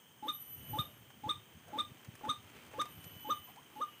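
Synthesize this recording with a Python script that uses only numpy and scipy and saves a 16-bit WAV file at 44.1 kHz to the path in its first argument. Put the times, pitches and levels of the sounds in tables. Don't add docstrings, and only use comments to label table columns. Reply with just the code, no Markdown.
import sys
import numpy as np
from scipy import signal
from scipy.fft import rfft, irfft
from scipy.io import wavfile
from scipy.ndimage import uniform_filter1d

SR = 44100
rng = np.random.default_rng(int(sys.argv[2]) if len(sys.argv) > 2 else 0)


def log_audio(samples):
    frames = np.atleast_2d(samples).T
    limited = np.clip(frames, -1, 1)
    pcm = np.round(limited * 32767).astype(np.int16)
    wavfile.write(sys.argv[1], SR, pcm)


N = 176400

# yelp onset in seconds, then levels in dB of hoot, grunt and yelp harmonics 1, 3, 5, 7.
CALLS = [(0.283, -39.5, -46, -36, -34, -53, -57), (.788, -37, -44.5, -34.5, -33, -58, -51.5),
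         (1.2926, -39, -44.5, -33.5, -31.5, -53, -48), (1.7872, -39, -44, -33.5, -32, -59, -49),
         (2.2921, -39.5, -43.5, -30.5, -34, -45.5, -47), (2.797, -48, -38, -30, -38.5, -46.5, -56),
         (3.303, -43, -40.5, -27.5, -41, -44.5, -56), (3.815, -45.5, -44, -30, -51.5, -54.5, -57.5)]
# seconds from yelp onset, pitch in Hz.
PITCH_GLIDE = [(-.057, 820), (-.046, 858), (-.033, 843), (-.024, 870), (-.017, 872), (-.012, 980),
               (-.005, 1100), (0, 1160), (.008, 1262), (.013, 1232), (.02, 1203), (.036, 1210)]
# ratio to pitch, call part setting its level, start and end in seconds from yelp onset,
# attack and release in seconds, level offset in dB.
PARTIALS = [("1:1", "hoot", -0.061, -0.01, 0.013, 0.0068, 0),
            ("1:3", "hoot", -0.058, -0.039, 0.0026, 0.021, -7),
            ("1:3", "hoot", -0.0329, -.014, 0.0041, 0.0076, -5.5),
            ("1:2", "grunt", -.017, .002, .005, .008, -.5), ("1:4", "grunt", -.009, .005, .005, .006, -3.5),
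            ("3:2", "grunt", -.012, .004, .008, .005, -13),
            ("1:1", "h1", -0.014, 0.037, .023, 0.014, -0.02),
            ("2:1", "h3", 0.011, 0.047, 0.0058, 0.0058, -26.5),
            ("3:1", "h3", -0.0027, 0.03, 0.0049, 0.011, 0.88), ("5:1", "h5", 0, 0.03, 0.0073, 0.025, 0),
            ("7:1", "h7", 0.016, 0.03, 0.0036, 0.0067, 0),
            ("7:1", "h7", -0.0025, 0.017, 0.0039, 0.0048, -7.5)]
# frequency in Hz, relative level in dB.
RASP_SPECTRUM = [(100, -18), (250, 21), (700, -3.5), (1600, 3.5), (2800, 2), (3600, 6.5), (4200, -6),
                 (8000, -8.5), (10000, -11), (15000, -11)]
def bird(t):
    out = np.zeros(N)
    jitter = 1 + 0.0075 * wander(700)
    rasp = noise(RASP_SPECTRUM)
    shimmer = undb(0.57 * wander(350))
    flicker = undb(0.23 * wander(500) + 0.7 * wander(1400))
    for onset_s, *levels_db in CALLS:
        part_db = dict(zip(("hoot", "grunt", "h1", "h3", "h5", "h7"), levels_db))
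        near = np.abs(t - onset_s) < 0.1
        age_s = t[near] - onset_s
        phase = phase_of(curve(age_s, PITCH_GLIDE) * jitter[near])
        mid_yelp_sag = undb(-2.5 * bell(age_s, 0.015, 0.0024))
        crack = bell(age_s, 0.0082, 0.0017)
        partial_gain = flicker[near] * undb(-1.5 * crack)
        for ratio, part, start_s, end_s, attack_s, release_s, offset_db in PARTIALS:
            cycles, periods = map(int, ratio.split(":"))
            tone = np.sin(cycles / periods * phase + rng.uniform(0, 2 * np.pi))
            tone *= mid_yelp_sag if part == "h1" else partial_gain
            envelope = gate(age_s, start_s, end_s, attack_s, release_s)
            out[near] += undb(part_db[part] + offset_db) * envelope * tone
        yelp_db = (part_db["h1"] + part_db["h3"]) / 2
        yelp_rasp = undb(yelp_db - 17.5) * gate(age_s, -0.024, 0.062, 0.027, 0.06)
        crack_rasp = undb(part_db["h3"] - 16) * crack
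        hoot_rasp = undb(part_db["hoot"] - 22) * gate(age_s, -0.059, 0, 0.0057, 0.03)
        out[near] += (yelp_rasp + crack_rasp + hoot_rasp) * rasp[near]
    return out * shimmer


# frequency in Hz, gain in dB.
ECHO_EQ = [(300, 1), (1100, -1), (3600, 3), (12000, 4.5)]
def tree_echoes(x):
    delay_s, hold_s, trunk_t60_s, tail_t60_s = 0.012, 0.034, 0.17, 0.39
    t = np.arange(SR) / SR
    trunks = rng.standard_normal(SR) * (t > delay_s) * undb(-60 * np.maximum(t - hold_s, 0) / trunk_t60_s)
    tail = rng.standard_normal(SR) * (t > delay_s) * undb(-60 * t / tail_t60_s)
    response = (undb(-15) * unit(trunks) + undb(-25) * unit(tail)) / np.sqrt(SR)
    return colour(signal.fftconvolve(x, response)[:N], ECHO_EQ)


# start and length in seconds, start and end pitch in Hz, level in dB.
FAR_NOTES = [(3.461, 0.048, 1080, 940, -56.5), (3.474, 0.042, 717, 770, -55.5),
             (3.55, 0.0603, 680, 1144, -52)]
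def far_bird(t):
    out = np.zeros(N)
    for start_s, length_s, from_hz, to_hz, db in FAR_NOTES:
        end_s = start_s + length_s
        pitch_hz = np.interp(t, [start_s, end_s], [from_hz, to_hz]) * (1 + 0.06 * wander(400))
        out += undb(db) * gate(t, start_s, end_s, length_s / 2, length_s / 2) * np.sin(phase_of(pitch_hz))
    return out


# start and end in seconds, start pitch in Hz, rise in Hz per second, level in dB,
# swell centre in seconds, fundamental and buzz sideband offsets in dB.
CICADA_BURSTS = [(0.224, 0.95, 2984, 49.6, -53.5, 0.79, -1.5, -14.5),
                 (.24, 1.118, 2870, 41.7, -64.5, 0.77, -0.5, -14),
                 (2.83, 3.618, 2983, 55.94, -58, 3.313, 6, -16),
                 (3.672, 4.195, 2878, 85, -73.5, 3.93, 11.5, -15)]
CICADA_OVERTONES_DB = [-18, -7, 3.5, -10]
def cicadas(t):
    buzz_hz, throb_hz = 282, 119
    out = np.zeros(N)
    for start_s, end_s, hz, rise_hz_per_s, db, swell_s, fundamental_db, sideband_db in CICADA_BURSTS:
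        phase = phase_of((hz + rise_hz_per_s * (t - start_s)) * (1 + 0.00046 * wander(430)))
        buzz = 1 + 2 * undb(sideband_db) * np.cos(phase_of(buzz_hz * (1 + 0.043 * wander(100))))
        throb = 1 + 2 * undb(-19) * np.cos(phase_of(throb_hz * (1 + 0.12 * wander(60))))
        off_peak = 1 - bell(t, swell_s, 0.2)
        fundamental = undb(fundamental_db - 7 * off_peak) * np.sin(phase)
        overtones = np.zeros(N)
        for harmonic, offset_db in enumerate(CICADA_OVERTONES_DB, start=2):
            flutter_db = 3.1 * wander(45) + 2 * wander(300)
            overtones += undb(offset_db + flutter_db) * np.sin(harmonic * phase)
        whine = (fundamental + overtones * throb) * buzz
        envelope = gate(t, start_s, end_s, attack_s=0.1, release_s=0.24)
        out += envelope * undb(db - 4.5 * off_peak + wander(18)) * whine
    return out


# time in seconds, relative level in dB.
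RUSTLE_LEVELS = [(0, -73.5), (.5, -66.5), (.7, -62.5), (1.05, -67), (1.95, -64), (2.27, -60.5), (2.43, -65),
                 (2.58, -56.5), (2.87, -58.5), (3.4, -63.5), (4, -63)]
# start in seconds, level in dB, tilt in dB per octave.
TICKS = [(1.103, -53, -3.5), (1.682, -58, 2), (2.047, -53, 0), (2.153, -52.5, 1), (2.21, -49, -14),
         (2.251, -45, -6.5), (2.733, -59, 2), (2.814, -38, 0.1), (2.855, -48.5, -2), (3.041, -50, 2),
         (3.56, -58, 1)]
# frequency in Hz, relative level in dB.
RUSTLE_SPECTRUM = [(100, -19), (250, 9.5), (600, 0), (1500, -1.5), (2600, 1), (4200, -11.5), (8000, -18.5),
                   (11000, -19.5)]
TICK_SPECTRUM = [(100, -50), (900, 5.5), (2200, 3.5), (4000, -6), (8000, -3.5), (12000, -10.5),
                 (16000, -16)]
def leaves(t):
    grains_per_s, tick_decay_s = 220, 0.0067
    grains = (rng.random(N) < grains_per_s / SR) * undb(3.5 * rng.standard_normal(N))
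    crackle = undb(-9) * unit(colour(grains, TICK_SPECTRUM))
    rustle = unit(noise(RUSTLE_SPECTRUM) * undb(1.16 * wander(300) + wander(29.71)))
    out = (rustle + crackle) * undb(curve(t, RUSTLE_LEVELS) - 1)
    for start_s, db, db_per_octave in TICKS:
        snap = noise([(hz, band_db + db_per_octave * np.log2(hz)) for hz, band_db in TICK_SPECTRUM])
        out += undb(db) * (t >= start_s) * np.exp(-np.abs(t - start_s) / tick_decay_s) * snap
    return out


# centre and half width in seconds, level in dB.
SWISHES = [(0.778, 0.14, -61), (1.73, 0.068, -57), (2.249, 0.037, -58.5), (2.741, 0.0084, -50.5),
           (3.065, 0.02, -65)]
# frequency in Hz, relative level in dB.
SWISH_SPECTRUM = [(200, -23), (450, -2.5), (700, 0), (950, -11.5), (1400, -11), (3000, -19.5), (8000, -48)]
def sleeves(t):
    envelope = sum(undb(db) * bell(t, centre_s, half_width_s) for centre_s, half_width_s, db in SWISHES)
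    return envelope * noise(SWISH_SPECTRUM)


# time in seconds, level in dB.
RUMBLE_LEVELS = [(0, -81), (.38, -69.5), (.72, -53), (1.05, -68), (1.3, -58), (1.5, -69.5), (1.85, -63.5),
                 (2.02, -76), (2.33, -64), (3.15, -59), (3.35, -68), (4, -81)]
# frequency in Hz, relative level in dB.
RUMBLE_SPECTRUM = [(35, -61), (65, -8), (110, 0.5), (200, -9), (300, -17.5), (1500, -57)]
# centre in seconds, pitch in Hz, level in dB.
BUMPS = [(0.796, 123, -33.5), (1.268, 107, -42.5), (1.574, 142, -51.5), (1.92, 121, -48.5),
         (2.09, 119, -42.5), (2.291, 110, -44.5), (3.069, 109, -46.5), (3.168, 111, -48)]
def handling(t):
    out = noise(RUMBLE_SPECTRUM) * undb(curve(t, RUMBLE_LEVELS) + 3.2 * wander(35.27))
    for centre_s, hz, db in BUMPS:
        phase = 2 * np.pi * hz * (t - centre_s)
        thud = np.sin(phase) + 0.5 * np.sin(1.607 * phase)
        out += undb(db) * bell(t, centre_s, 0.0082) * thud
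    return out


# centre and width in Hz, level in dB.
INSECT_BANDS = [(3105, 330, -68.5), (6260, 240, -81.5), (6438, 23, -81), (8830, 810, -78)]
# frequency in Hz, relative level in dB.
HISS_SPECTRUM = [(35, -42), (120, 4), (300, -3.5), (600, -7.5), (950, -6), (2000, -10.5), (3400, -12),
                 (4000, -24), (8800, -15), (10300, -28.5), (13300, -16.5), (15400, -6)]
def insect_hiss():
    out = undb(-60 + 0.18 * wander(4.7)) * noise(HISS_SPECTRUM)
    bins_hz = np.arange(N // 2 + 1) * SR / N
    for centre_hz, width_hz, db in INSECT_BANDS:
        passband = 1 / (1 + (2 * (bins_hz - centre_hz) / width_hz) ** 4)
        band = irfft(rfft(rng.standard_normal(N)) * passband, N)
        out += unit(band) * undb(db + 0.5 * wander(2.03))
    return out


def undb(db):
    return 10 ** (np.asarray(db) / 20)


def unit(x):
    return x / np.sqrt(np.mean(x ** 2))


def colour(x, points):
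    hz, db = np.array(points, float).T
    bins_hz = np.arange(N // 2 + 1) * SR / N
    return irfft(rfft(x) * undb(np.interp(np.log(bins_hz + 1), np.log(hz), db)), N)


def noise(points):
    return unit(colour(rng.standard_normal(N), points))


def wander(rate_hz):
    hold = max(int(SR / rate_hz), 1)
    steps = np.repeat(rng.standard_normal(N // hold + 1), hold)
    return unit(uniform_filter1d(uniform_filter1d(steps, hold), hold)[:N])


def gate(t, start_s, end_s, attack_s, release_s):
    rise = np.sin(np.pi / 2 * np.clip((t - start_s) / attack_s, 0, 1))
    fall = np.sin(np.pi / 2 * np.clip((end_s - t) / release_s, 0, 1))
    return (rise * fall) ** 2


def bell(t, centre_s, half_width_s):
    return np.exp(-((t - centre_s) / half_width_s) ** 2)


def curve(t, points):
    return np.interp(t, *np.array(points).T)


def phase_of(hz):
    return 2 * np.pi * np.cumsum(hz) / SR


def scene():
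    t = np.arange(N) / SR
    birds = bird(t) + far_bird(t)
    mix = birds + tree_echoes(birds) + cicadas(t) + insect_hiss() + leaves(t) + sleeves(t) + handling(t)
    return mix[None]


def record(dry):
    return signal.sosfilt(signal.ellip(12, 0.1, 70, 15500, fs=SR, output="sos"), dry)


dry = scene()
out = record(dry)
log_audio(out)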